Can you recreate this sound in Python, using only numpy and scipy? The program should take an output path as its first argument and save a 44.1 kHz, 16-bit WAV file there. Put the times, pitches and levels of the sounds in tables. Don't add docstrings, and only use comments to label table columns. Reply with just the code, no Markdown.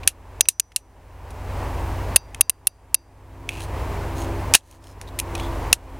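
import sys
import numpy as np
from scipy import signal
from scipy.fft import rfft, irfft, next_fast_len
from scipy.io import wavfile
from scipy.ndimage import map_coordinates

SR = 44100
rng = np.random.default_rng(int(sys.argv[2]) if len(sys.argv) > 2 else 0)


def to_wav(s):
    ch = np.atleast_2d(s).T
    pcm = np.round(np.clip(ch, -1, 1) * 32767)
    wavfile.write(sys.argv[1], SR, pcm.astype(np.int16))


N = 264159
TIME = np.arange(N) / SR
HIT_TIME = TIME[:SR // 10]

# start_s, level_db, tilt_db_per_octave, tail_db, ring_db, movement (name)
LOCK_CLICKS = [ (0.0754, 7.5, 1.5, -15.5, -48, "drop"), (0.4081, 8.5, 4.5, -45, -24, "first draw"),
               (0.4863, 16, 5.5, -15.5, -23.5, "first draw"), (0.5976, 16.5, 5.5, -52, -28, "first draw"),
               (0.7614, 13, 4, -22, -34.5, "first draw"), (2.1604, 4.5, -2.5, -31, -30.5, "second draw"),
               (2.4090, 10, -1, -49, -31, "second draw"), (2.4960, 12, -1, -40.5, -41, "second draw"),
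               (2.6705, 13.5, -0.5, -36, -33.5, "second draw"),
               (2.9442, 13.5, -0.5, -51, -28.5, "second draw"), (4.5379, -4.5, -1, -13.5, -58, "drop"),
               (4.5457, -4, -3.5, -27.5, -59.5, "drop"), (4.5497, 13.5, -2, -11.5, -37.5, "drop"),
               (5.7285, 2, -1, -21.5, -62, "drop")]
MOVEMENT_COLOURS = { "first draw": (5.5, 0.5, -8, 2.5, -16.5), "second draw": (6.5, 0.5, 9.5, -19.5, 5.5),
                    "drop": (2.5, 0.5, -3.5, -6.5, 0.5)}
# pitch_hz, level_db (relative), t60_s
CYLINDER_MODES = [(4608, -11, .2), (4955, -9, .25), (5303, -15, .3), (5819, -4, .35), (6002, 0, .33),
                  (6146, -5, .25), (6245, -7, .15)]
# pitch_hz, level_db (relative), t60_s
FRAME_MODES = [(2692, -10, .25), (3795, -5, .13), (4490, -10, .18), (4748, -4, .33), (4965, -9, .2),
               (5825, -11, .3), (6005, -8, .2), (6200, -3, .16), (9819, -11, .1)]


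def revolver():
    out = np.zeros(N)
    for start_s, level_db, tilt_db, tail_db, ring_db, movement in LOCK_CLICKS:
        length_ms, knock_db, ping_db, cylinder_db, frame_db = MOVEMENT_COLOURS[movement]
        impact = click(length_ms, tilt_db, KNOCK_MODE[0], knock_db, ping_db, tail_db)
        cylinder = from_db(ring_db + cylinder_db) * ring(CYLINDER_MODES)
        frame = from_db(ring_db + frame_db) * ring(FRAME_MODES)
        add(out, start_s, from_db(level_db) * impact)
        add(out, start_s, cylinder + frame)
    return out


def ring(modes):
    t = TIME[:SR // 2]
    out = np.zeros(len(t))
    for pitch_hz, level_db, t60_s in modes:
        envelope = from_db(level_db + rng.normal(0, 0.59) - 60 * t / t60_s)
        out += envelope * np.sin(2 * np.pi * (pitch_hz * t + rng.random()))
    return out


# pitch_hz, width_hz, level_db (relative)
KNOCK_MODE = (2680, 230, -6.5)
# pitch_hz, width_hz, level_db (relative)
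PING_MODES = [(9870, 840, 1), (12730, 1300, -5)]
# pitch_hz, width_hz, level_db (relative)
BODY_MODES = [(589.4, 2600, -15), (1800, 300, -19.5), (3036, 660, -15.5), (3990, 800, -7),
              (5830, 940, -6.5), (6510, 350, -12), (7740, 1900, -6), (9120, 700, -7), (10370, 670, -15.5),
              (13500, 2300, -17)]


def click(length_ms, tilt_db, knock_hz, knock_db, ping_db, tail_db):
    knock = (knock_hz, KNOCK_MODE[1], KNOCK_MODE[2] + knock_db)
    pings = [(hz, width, db + ping_db) for hz, width, db in PING_MODES]
    sound = 0
    for hz, width, db in BODY_MODES + pings + [knock]:
        vibration = unit_hit(resonate(chatter(length_ms, tail_db), hz, width))
        sound = sound + from_db(db + tilt_octaves(tilt_db, hz)) * vibration
    radiation_hz, contact_hz = 260, 12900
    band = signal.butter(3, [radiation_hz, contact_hz], "band", fs=SR, output="sos")
    return unit_hit(signal.sosfilt(band, sound))


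def chatter(length_ms, tail_db, second_db=-8.5, third_db=-11.5, decay_share=0.33):
    tail_t60_s = 0.076
    t = HIT_TIME * 1000 / length_ms
    force = from_db(tail_db - 60 * HIT_TIME / tail_t60_s)
    for at, db in ((0, 0), (.36, second_db), (.72, third_db)):
        decay = np.exp(-(np.abs(t - at) / decay_share) ** np.sqrt(2))
        force = force + (t >= at) * from_db(db) * decay
    return force * rng.choice([-1, 1], len(t))


# start_s, length_s, level_db, favoured_pitch_hz, favoured_level_db (relative to the common grain)
RUB_STROKES = [(3.47, 0.165, -34, 2590, 6), (3.588, 0.084, -38.5, 9500, -11), (4.137, 0.14, -44, 6540, -8),
               (4.589, 0.22, -37, 6670, -23.5), (4.789, 0.17, -39.5, 5170, -6),
               (5.069, 0.029, -36, 3680, 6), (5.336, 0.17, -44, 3400, 7)]


def fingers(slips_per_s=2600, tilt_db=-4.5, width_hz=260):
    slips = (rng.random(N) < slips_per_s / SR) * rng.standard_normal(N)
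    grain = np.zeros(N)
    for hz, width, db in BODY_MODES:
        grain += from_db(db + tilt_octaves(tilt_db, hz)) * rms_one(resonate(slips, hz, width))
    grain = rms_one(grain)
    out = np.zeros(N)
    for start_s, length_s, level_db, favoured_hz, favoured_db in RUB_STROKES:
        span = slice(int(start_s * SR), int((start_s + length_s) * SR))
        favoured = rms_one(resonate(slips[span], favoured_hz, width_hz))
        stroke = rms_one(grain[span] + from_db(favoured_db) * favoured)
        add(out, start_s, from_db(level_db) * stroke * signal.windows.tukey(len(stroke), .7))
    return out


# start_s, level_db, chatter_length_ms, tilt_db_per_octave, knock_offset_db
LIGHT_TOUCHES = [ (0.033, -25.5, 10, -9, 12), (0.455, -18, 6.7, -11, 17), (0.719, -21, 6.8, -10, -2),
                 (1.305, -35, 12, -1, 0), (2.3464, -18, 3.4, -2.5, 2.5), (3.4905, -10.5, 3.6, 4, 26),
                 (4.712, -25.5, 1.4, 6, 7), (5.014, -21.5, 1, -2.5, -13), (5.189, -14, 6.8, 4.5, 8.5),
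                 (5.1989, -13.5, 3.4, 7, 12), (5.352, -25.5, 5, -3.5, 3), (5.398, -32.5, 4.2, -12, 17)]


def handling():
    touch_knock_hz, tick_knock_hz = 2504, 3250
    ticks_per_s, tick_over_rub_db, tick_spread_db = 12, 3, 2.5
    out = np.zeros(N)
    for start_s, level_db, length_ms, tilt_db, knock_db in LIGHT_TOUCHES:
        touch = click(length_ms, tilt_db, touch_knock_hz, knock_db, ping_db=-6.5, tail_db=-25.0)
        add(out, start_s, from_db(level_db) * touch)
    for start_s, length_s, rub_db, *_ in RUB_STROKES:
        for at in rng.uniform(start_s, start_s + length_s, round(ticks_per_s * length_s)):
            tick = click(length_ms=2.5, tilt_db=-2.5, knock_hz=tick_knock_hz,
                         knock_db=4.5, ping_db=-5.0, tail_db=-30.5)
            add(out, at, from_db(rub_db + rng.normal(tick_over_rub_db, tick_spread_db)) * tick)
    return out


# time_s, four_firing_cycle_rate_hz
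IDLE_RATE = [(0, 10.64), (0.3, 11.58), (1.2, 11.63), (2.2, 11.87), (2.9, 12.31), (4.2, 12.17), (5.1, 11.83),
             (5.99, 10.75)]
# multiple_of_four_firing_cycle, level_db (mean, before gain control)
IDLE_HARMONICS = [(2, -42), (4, -32.5), (5, -35.5), (6, -35.5), (7, -45), (8, -32), (9, -52.5), (10, -46.5),
                  (11, -45), (12, -51)]
# multiple_of_fundamental, level_db (mean at its crest, before gain control)
DRONE_HARMONICS = [(4, -42), (5, -42.5), (6, -49.5)]
# pitch_hz, level_db_per_hz (relative)
AIR_SPECTRUM = [(30, -35), (150, -6), (280, -6), (570, -4), (750, -5), (980, -3), (1300, -13),
                (1900, -15.5), (2700, -20), (3600, -27.5), (5000, -30), (9400, -36), (12500, -42.5),
                (15500, -46.5)]
# pitch_hz, level_db_per_hz (relative)
RUMBLE_SPECTRUM = [(12, -11), (32, -7.5), (65, 16), (130, -2), (175, -14)]


def background():
    cycle_hz = np.interp(TIME, *np.transpose(IDLE_RATE))
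    idle = engine(cycle_hz, IDLE_HARMONICS, waver_db=1.5, aligned_s=.033)
    drone_start_hz, drone_rise_hz_per_s = 66.17, .2
    drone_crest_s, drone_fade_db_per_s = 4.3, 1.76
    breeze = from_db(-drone_fade_db_per_s * np.abs(TIME - drone_crest_s))
    drone_hz = drone_start_hz + drone_rise_hz_per_s * TIME
    drone = breeze * engine(drone_hz, DRONE_HARMONICS, waver_db=4.0)
    air_db = -33 + drift(22) / 2
    air = from_db(air_db) * coloured(AIR_SPECTRUM)
    rumble = from_db(-48.5) * coloured(RUMBLE_SPECTRUM)
    return idle + drone + air + rumble


def engine(cycle_hz, orders, waver_db, aligned_s=0):
    turns = np.cumsum(cycle_hz) / SR
    angle = 2 * np.pi * (turns - np.interp(aligned_s, TIME, turns))
    out = np.zeros(N)
    for order, level_db in orders:
        gain = from_db(level_db + waver_db * drift(6))
        phase = rng.normal(np.pi, 0.91)
        out += gain * np.cos(round(order) * angle + phase)
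    return np.sqrt(2) * out


def drift(rate):
    knots = rng.standard_normal(256)
    return rms_one(map_coordinates(knots, [TIME * rate], order=2, mode="mirror"))


def coloured(spectrum):
    hz, db = np.transpose(spectrum)
    size = next_fast_len(N)
    bins = np.maximum(np.fft.rfftfreq(size, 1 / SR), 1)
    gain = from_db(np.interp(np.log(bins), np.log(hz), db))
    white = rfft(rng.standard_normal(size))
    return rms_one(irfft(white * gain, size)[:N])


def resonate(x, hz, width):
    r = np.exp(-np.pi * width / SR)
    poles = [1, -2 * r * np.cos(2 * np.pi * hz / SR), r * r]
    return signal.lfilter([1 - r, 0, r - 1], poles, x + 1e-18)


def tilt_octaves(tilt_db, hz):
    return tilt_db * np.log2(hz / KNOCK_MODE[0])


def from_db(db):
    return 10 ** (np.asarray(db) / 20)


def rms_one(x):
    return x / np.sqrt(np.mean(x ** 2) + 1e-20)


def unit_hit(x):
    return x / np.sqrt(np.sum(x ** 2) / (.005 * SR) + 1e-20)


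def add(track, start_s, sound):
    start = max(int(start_s * SR), 0)
    track[start:start + len(sound)] += sound[:N - start]


def scene():
    centre = revolver() + fingers() + handling() + background()
    side_treble = from_db(-48) * np.diff(centre, prepend=0)
    side_air = from_db(-82.5) * coloured(AIR_SPECTRUM) + from_db(-56.5) * coloured(RUMBLE_SPECTRUM)
    balance = from_db([[-.08], [0]])
    return centre * balance + (side_air + side_treble) * np.array([[-1], [1]])


def gain_control(x, threshold_db=-15.5, attack_s=0.013, release_db_per_s=34.5, start_db=11.0):
    size = SR // 200
    power = signal.lfilter(np.ones(size) / size, [1], x[0] ** 2)
    over_db = np.maximum(10 * np.log10(power + 1e-12) - threshold_db, 0)
    release_db = release_db_per_s * TIME
    held_db = np.maximum.accumulate(np.maximum(over_db + release_db, start_db)) - release_db
    r = np.exp(-1 / (attack_s * SR))
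    reduction_db = signal.lfilter([1 - r], [1, -r], held_db, zi=[r * start_db])[0]
    return x * from_db(-reduction_db)


def record(dry):
    # pitch_hz, level_db_per_hz (relative)
    hiss_spectrum = [(100, -5.5), (3000, -6), (10000, 3.0), (13000, -7), (16000, -15.5)]
    hiss = from_db(-73.0) * np.array([coloured(hiss_spectrum) for channel in dry])
    overloaded = np.clip(gain_control(dry) + hiss, -1, 1)
    cutoff_hz = 15900
    lowpass = signal.ellip(10, .1, 70, cutoff_hz, fs=SR, output="sos")
    return signal.sosfilt(lowpass, overloaded)


dry = scene()
out = record(dry)
to_wav(out)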